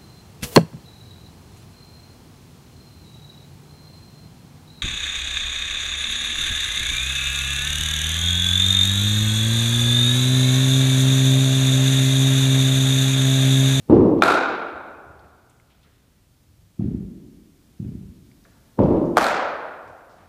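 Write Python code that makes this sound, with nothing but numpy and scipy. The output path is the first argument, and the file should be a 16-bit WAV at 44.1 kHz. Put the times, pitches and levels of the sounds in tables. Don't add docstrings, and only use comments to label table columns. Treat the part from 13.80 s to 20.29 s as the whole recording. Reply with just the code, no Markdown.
import sys
import numpy as np
from scipy import signal
from scipy.fft import rfft, irfft, next_fast_len
from scipy.io import wavfile
from scipy.ndimage import uniform_filter1d

SR = 44100
rng = np.random.default_rng(int(sys.argv[2]) if len(sys.argv) > 2 else 0)


def voltage_ratio(decibels):
    exponent = np.asarray(decibels, float) / 20
    return 10 ** exponent


def transcribe(signal):
    frames = np.atleast_2d(signal).T
    limited = np.clip(frames, -1, 1)
    pcm = np.round(limited * 32767).astype(np.int16)
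    wavfile.write(sys.argv[1], SR, pcm)


N = 286164

# arrival in seconds, peak in dB.
FIRST_CRACK = [
    (0.4219, 1),
    (0.4233, 2),
    (.4305, -8),
    (.435, -3.5),
    (.438, -5.5),
    (0.457, -7.5),
    (0.483, -6),
    (.524, -6),
]
SECOND_CRACK = [
    (5.3706, 3),
    (5.372, -1),
    (5.3788, 0.5),
    (5.3833, 0),
    (5.3855, -6),
    (5.418, -8),
    (5.4424, -12),
    (5.4658, -5),
    (5.469, -10),
]
# frequency in Hz, level in dB per Hz.
FIRST_CRACK_COLOUR = [(260, -34.5), (450, -9.5), (1140, -10.5), (1470, -8), (1920, -21), (2470, -16.5),
                      (2910, -28.5), (10700, -39.5), (14800, -50.5), (16000, -78)]
SECOND_CRACK_COLOUR = [(260, -42), (450, -9), (607, -5.5), (1010, -8), (1420, -7), (2790, -22.5),
                       (4490, -26), (13600, -39), (15300, -53), (16000, -89)]
# frequency in Hz, width in Hz, lift in dB.
FIRST_BLADE = [(750, 290, 4.5), (1400, 280, 6.5), (2250, 210, 1.5), (3800, 1100, 10)]
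SECOND_BLADE = [(680, 310, 3), (1400, 320, 2.5), (2450, 250, 4), (3900, 770, 2)]


def cracks():
    first = blow(-knock(FIRST_CRACK_COLOUR, FIRST_BLADE), blurred(FIRST_CRACK, late_ms=3.0),
                 tail(rise_s=0.0089, hold_s=0.17, mixing_s=0.08, patchy_db=2.5),
                 tail_db=-28.0, floor_lead_db=-57, split_hz=1500, treble_db=2.0)
    second = blow(knock(SECOND_CRACK_COLOUR, SECOND_BLADE), blurred(SECOND_CRACK, late_ms=1.8),
                  tail(rise_s=0.024, hold_s=0.15, mixing_s=0.12),
                  tail_db=-28.5, floor_lead_db=-38, split_hz=1100, treble_db=0.6)
    return first + second


def blurred(arrivals, late_ms):
    sharp_ms, blur_s = 0.5, 0.0057
    first_s = arrivals[0][0]
    return [(s, db, sharp_ms + late_ms * (1 - np.exp(-(s - first_s) / blur_s))) for s, db in arrivals]


# start in seconds, peak in dB, fade of its echoes in dB per second.
PITCHES = [
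    (0.098, -3.5, 16.5),
    (4.9905, -5.5, 71),
]
# frequency in Hz, level in dB per Hz.
FIRST_PITCH_COLOUR = [(18, -54), (30, -18.5), (82, -8), (167, -1), (283, 1), (326, 3), (424, -2.5),
                      (456, -4.5), (717, -20), (808, -17), (1160, -28.5), (1470, -42), (9000, -79.5),
                      (11700, -107), (19800, -120)]
SECOND_PITCH_COLOUR = [(18, -45), (30, -14), (126, -3.5), (175, -0.5), (276, -1.5), (368, -2.5), (414, -9),
                       (607, -10), (684, -21), (868, -18), (1650, -45.5), (2360, -51.5), (9000, -85),
                       (11700, -102), (19800, -120)]


def pitches():
    first = blow(knock(FIRST_PITCH_COLOUR, [(1160, 200, 2.9)]), flutter(*PITCHES[0], count=7),
                 tail(rise_s=0.0013, hold_s=0.15, mixing_s=0.056, patchy_db=0.7),
                 tail_db=-28.5, floor_lead_db=-37, split_hz=1150, treble_db=-10.0)
    second = blow(knock(SECOND_PITCH_COLOUR, [(1070, 400, 1.8)]), flutter(*PITCHES[1], count=7),
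                  tail(rise_s=0.0064, hold_s=0.13, mixing_s=0.05, patchy_db=1.5),
                  tail_db=-31, floor_lead_db=-33.5, split_hz=800, treble_db=2.5)
    return first + second


def flutter(s, db, fade_db_per_s, count):
    turf_s, wall_s, round_s, scatter_ms = 0.009, 0.026, 0.0215, 6.0
    lags = np.r_[0, turf_s, wall_s + round_s * np.arange(count)]
    return [(s + lag, db - fade_db_per_s * lag - 2.5 * (k % 2), scatter_ms) for k, lag in enumerate(lags)]


# start in seconds, peak in dB, favoured note in Hz, its lift in dB.
TAPS = [
    (2.994, -14, 305, 2.5),
    (3.999, -23.5, 121, 4),
]
# delay in seconds, level in dB.
TAP_ECHOES = [(0, 0), (0.027, 1), (0.047, -0.5), (.064, 1.5), (.088, 0.5), (0.12, -0.5), (0.152, 1.5),
              (.212, -3.5), (.234, -6), (0.29, -19)]
# frequency in Hz, level in dB per Hz.
TAP_COLOUR = [(18, -52), (30, -25), (49, -5), (80, -4), (185, 1), (250, -5.5), (278, -7.5), (359, -13.5),
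              (475, -29.5), (528, -32.5), (1120, -49.5), (5000, -64.5), (6500, -81), (11000, -120)]


def taps():
    response = tail(rise_s=0.0099, hold_s=0.046, mixing_s=0.1, patchy_db=1.2)
    out = np.zeros(N)
    for s, db, hz, lift_db in TAPS:
        pulse = knock(TAP_COLOUR, [(hz, 0.96 * hz, lift_db)])
        arrivals = [(s + lag, db + echo_db, 3.9 + 100 * lag) for lag, echo_db in TAP_ECHOES]
        out += blow(pulse, arrivals, response, tail_db=db - 27.5, floor_lead_db=db - 35.0,
                    split_hz=690, treble_db=-11)
    return out


# start in seconds, peak in dB, note in Hz.
RINGS = [(0.0983, -17, 890), (.104, -6, 380), (1.799, -43, 2120), (2.996, -46, 1230), (2.9936, -14, 179),
         (3.007, -34, 711), (3.9985, -19, 165), (4.287, -28, 81.4), (4.515, -48, 2210), (4.652, -51, 1480),
         (4.99, -15, 954), (5.001, -5, 544)]
# start in seconds, note in dB, bright overtone in dB.
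SLAPS = [
    (.4222, -5, -30),
    (.437, -15, -11),
    (.483, -30, -19.5),
    (5.3701, -1, -28),
    (5.3831, -4, -33),
    (5.443, -32, -12),
    (5.468, -30, -15),
]


def rings():
    t = np.arange(4096) / SR
    partials = [(s, db, hz, 0.023) for s, db, hz in RINGS]
    for s, note_db, bright_db in SLAPS:
        for db, hz in [(note_db, 1200), (bright_db, 4230), (bright_db - 7.5, 7700)]:
            partials.append((s, db, hz, 0.021))
    out = np.zeros(N)
    for s, db, hz, t60_at_1k in partials:
        t60 = t60_at_1k * (1000 / hz) ** 0.65
        onset = np.minimum(t * hz * 1.4, 1)
        i = round(s * SR)
        out[i:i + len(t)] += voltage_ratio(db - 60 * t / t60) * np.sin(2 * np.pi * hz * t) * onset
    return out


def knock(colour, modes=()):
    hz = np.fft.rfftfreq(8192, 1 / SR)
    db = at_hz(colour, hz)
    for mode_hz, width_hz, lift_db in modes:
        db = db + lift_db / (1 + (2 * (hz - mode_hz) / width_hz) ** 2)
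    cepstrum = irfft(np.log(voltage_ratio(db)))
    cepstrum[1:4096] *= 2
    cepstrum[4097:] = 0
    pulse = irfft(np.exp(rfft(cepstrum)))
    return pulse / np.abs(pulse).max()


def blow(pulse, arrivals, response, tail_db, floor_lead_db, split_hz, treble_db):
    at = [round(row[0] * SR) for row in arrivals]
    ms = np.arange(2048) * 1000 / SR
    clean, scattered = np.zeros(N), np.zeros(N)
    for i, (s, db, scatter_ms) in zip(at, arrivals):
        clean[i] = voltage_ratio(db)
        spread = rng.standard_normal(len(ms)) * np.exp(-ms / max(scatter_ms, 0.05))
        scattered[i:i + len(ms)] += voltage_ratio(db + treble_db) * spread / np.linalg.norm(spread)
    clicks = bandpass(clean, 18, split_hz) + bandpass(scattered, split_hz, SR / 2)
    start = at[0]
    span = min(len(response), N - start)
    clicks[start:start + span] += voltage_ratio(tail_db) * response[:span]
    lead = np.arange(min(start, 2000))
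    swell = rng.standard_normal(len(lead)) * np.exp(-lead / (0.005 * SR))
    clicks[start - 1 - lead] += voltage_ratio(floor_lead_db) * swell
    return signal.fftconvolve(clicks, pulse)[:N]


# frequency in Hz, t60 in seconds.
HALL_T60 = [(40, 1.6), (90, 1.5), (130, 0.74), (200, 1.05), (350, 1.596), (700, 1.52), (1400, 1.364),
            (2800, 1.047), (5600, 0.66), (11000, 0.14), (16000, 0.32)]


def tail(rise_s, hold_s, mixing_s, patchy_db=2.0):
    count = 2 ** 17
    t = np.arange(count) / SR
    share = np.clip(0.12 + (t / mixing_s) ** 2, 0, 1)
    sparse = rng.standard_normal(count) * (rng.random(count) < share) / np.sqrt(share)
    hz, s, frames = signal.stft(sparse, SR, nperseg=512)
    hz = hz[:, None]
    hold = hold_s * np.clip(hz / 330, 0.4, 1) / (1 + hz / 30000)
    late = hold / 4 * np.logaddexp(0, 4 * (s - hold) / hold)
    common = rng.standard_normal(len(s))
    own = uniform_filter1d(rng.standard_normal(frames.shape), size=16, axis=0) * 4
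    bunching_db = patchy_db * (common + 0.35 * own) * np.exp(-s / 0.48)
    fall_db = 60 * late / at_hz(HALL_T60, hz + 30)
    beyond_db = -20 - 0.6 * fall_db * (1000 / (hz + 300)) ** 0.12
    frames = frames * voltage_ratio(bunching_db) * (voltage_ratio(-fall_db) + voltage_ratio(beyond_db))
    return signal.istft(frames, SR)[1][:count] * (1 - np.exp(-t / rise_s))


# moment in seconds, peak in dB, length in seconds, board note in Hz.
STEPS = [(.004, -50, .02, 100), (.95, -45.5, .04, 86), (1.097, -51, .06, 80), (1.299, -42.5, .04, 75),
         (1.446, -46, 0.076, 75.8), (1.75, -56.5, 0.14, 120.2), (1.93, -55.5, 0.074, 68),
         (2.072, -52, 0.06, 76.5), (2.252, -58, 0.032, 100), (2.4, -58, 0.11, 110),
         (2.52, -57.5, 0.039, 68), (2.721, -52.5, 0.049, 100.2), (2.83, -48, 0.046, 100),
         (3.76, -61, .04, 70.1), (3.967, -57, .015, 90), (4.27, -44.5, .03, 85), (4.416, -53, 0.035, 80),
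         (4.599, -55.5, .05, 45), (4.79, -70, .04, 80), (5.642, -47, .04, 89), (5.856, -62, .02, 80),
         (6.078, -47.5, 0.046, 90), (6.44, -49, 0.047, 90)]


def tread():
    t = np.arange(N) / SR
    rumble = voltage_ratio(-3.5) * rms_one(bandpass(rng.standard_normal(N), 55, 140))
    out = np.zeros(N)
    for s, db, length, hz in STEPS:
        away = np.where(t < s, (s - t) / 0.85, t - s)
        weight = uniform_filter1d(np.exp(-away / length), size=600)
        out += voltage_ratio(db) * weight * (rumble + np.sin(2 * np.pi * hz * (t - s)))
    return out


# start in seconds, level in dB, centre in Hz, length in seconds.
SCUFFS = [(0.375, -53, 2540, 0.015), (.389, -50, 4500, 0.0048), (0.409, -42.5, 3000, 0.012),
          (1.25, -54, 222, 0.037), (1.39, -53.5, 3700, 0.0091), (1.442, -55, 2000, 0.011),
          (1.695, -53, 7500, 0.0097), (1.693, -54, 2590, .004), (1.706, -58.5, 2600, 0.015),
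          (1.798, -49, 1300, .004), (1.9, -58.5, 2600, 0.05), (2.027, -55, 3400, 0.022),
          (2.045, -57, 1500, .04), (2.067, -60, 378, 0.048), (4.109, -65.5, 1800, 0.018),
          (4.35, -64, 3900, .006), (4.515, -56, 4500, 0.0038), (4.638, -61.5, 4500, 0.015),
          (4.651, -51.5, 1400, 0.016), (4.655, -56, 520, 0.03), (4.748, -62, 800, 0.04),
          (5.032, -52, 4500, .006), (5.082, -56.5, 2300, 0.028), (5.166, -53.5, 3000, .015),
          (5.249, -62, 5000, .05), (5.36, -44, 3000, 0.0066), (6.075, -62.5, 5000, .04),
          (6.293, -61.5, 4000, .08), (6.38, -58.5, 1400, 0.13), (6.4, -52.5, 200, .08)]
# delay in seconds, level in dB, centre in Hz, length in seconds.
GRIT = [
    (.002, 0, 3000, 0.0066),
    (0.019, -3.5, 2100, 0.076),
    (0.041, -12, 4800, 0.026),
]
# start in seconds, level in dB.
GRIT_BLOWS = [
    (.098, -46),
    (2.996, -58),
    (4.022, -62.5),
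    (4.992, -48),
]


def scuffs():
    t = np.arange(8192) / SR
    thrown = [(s + lag, db + part_db, hz, length) for s, db in GRIT_BLOWS for lag, part_db, hz, length in GRIT]
    out = np.zeros(N)
    for s, db, hz, length in list(SCUFFS) + thrown:
        grit = rng.standard_normal(len(t)) * np.sqrt(rng.exponential(1, len(t)))
        octaves = 0.56 + 8.0 * length
        edge = 2 ** (octaves / 2)
        rub = rms_one(bandpass(grit, hz / edge, hz * edge))
        rub = rub * np.minimum(t / 0.0027, 1) * np.exp(-t / length)
        i = round(s * SR)
        out[i:i + len(t)] += voltage_ratio(db) * rub[:N - i]
    response = tail(rise_s=0.015, hold_s=0.12, mixing_s=0.05)
    return out + voltage_ratio(-41) * signal.fftconvolve(out, response)[:N]


# frequency in Hz, level in dB per Hz.
AIR = [(15, -38), (25, -2.5), (59, 1.5), (114, -1), (256, -6.5), (309, -10), (427, -17.5), (607, -18.5),
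       (840, -22), (1740, -25.5), (4030, -25), (15300, -30), (16000, -48.5)]


def air():
    size = next_fast_len(N)
    spectrum = rfft(rng.standard_normal(size))
    colour = voltage_ratio(at_hz(AIR, np.fft.rfftfreq(size, 1 / SR)))
    return voltage_ratio(-55.5) * rms_one(irfft(spectrum * colour, size)[:N])


def at_hz(points, hz):
    table_hz, values = np.array(points).T
    return np.interp(np.log(np.maximum(hz, 1)), np.log(table_hz), values)


def rms_one(x):
    return x / np.sqrt(np.mean(x ** 2) + 1e-20)


def bandpass(x, low_hz, high_hz):
    sos = signal.butter(2, [low_hz, min(high_hz, 0.45 * SR)], "band", fs=SR, output="sos")
    return signal.sosfilt(sos, x)


def scene():
    mix = cracks() + pitches() + taps() + rings() + tread() + scuffs() + air()
    return mix[None]


def duck(x, knee_db, slope, back_db_per_s, attack_s):
    creep = back_db_per_s * np.arange(N) / SR
    heard = uniform_filter1d(bandpass(x[0], 890, 9000) ** 2, size=2048)
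    over = slope * np.maximum(10 * np.log10(heard + 1e-12) - knee_db, 0)
    held = np.maximum.accumulate(over + creep) - creep
    r = np.exp(-1 / (attack_s * SR))
    return x * voltage_ratio(-signal.lfilter([1 - r], [1, -r], held))


def roll_off(x):
    return signal.sosfilt(signal.butter(12, 16340, fs=SR, output="sos"), x)


def record(dry):
    x = signal.sosfilt(signal.butter(2, 32, "high", fs=SR, output="sos"), dry)
    x = duck(x, knee_db=-33.5, slope=0.31, back_db_per_s=1.43, attack_s=0.21)
    x = 1.13 * np.tanh(x / 1.05)
    x = signal.sosfilt(signal.cheby2(20, 60, 15800, fs=SR, output="sos"), x)
    return roll_off(x)


dry = scene()
out = record(dry)
transcribe(out)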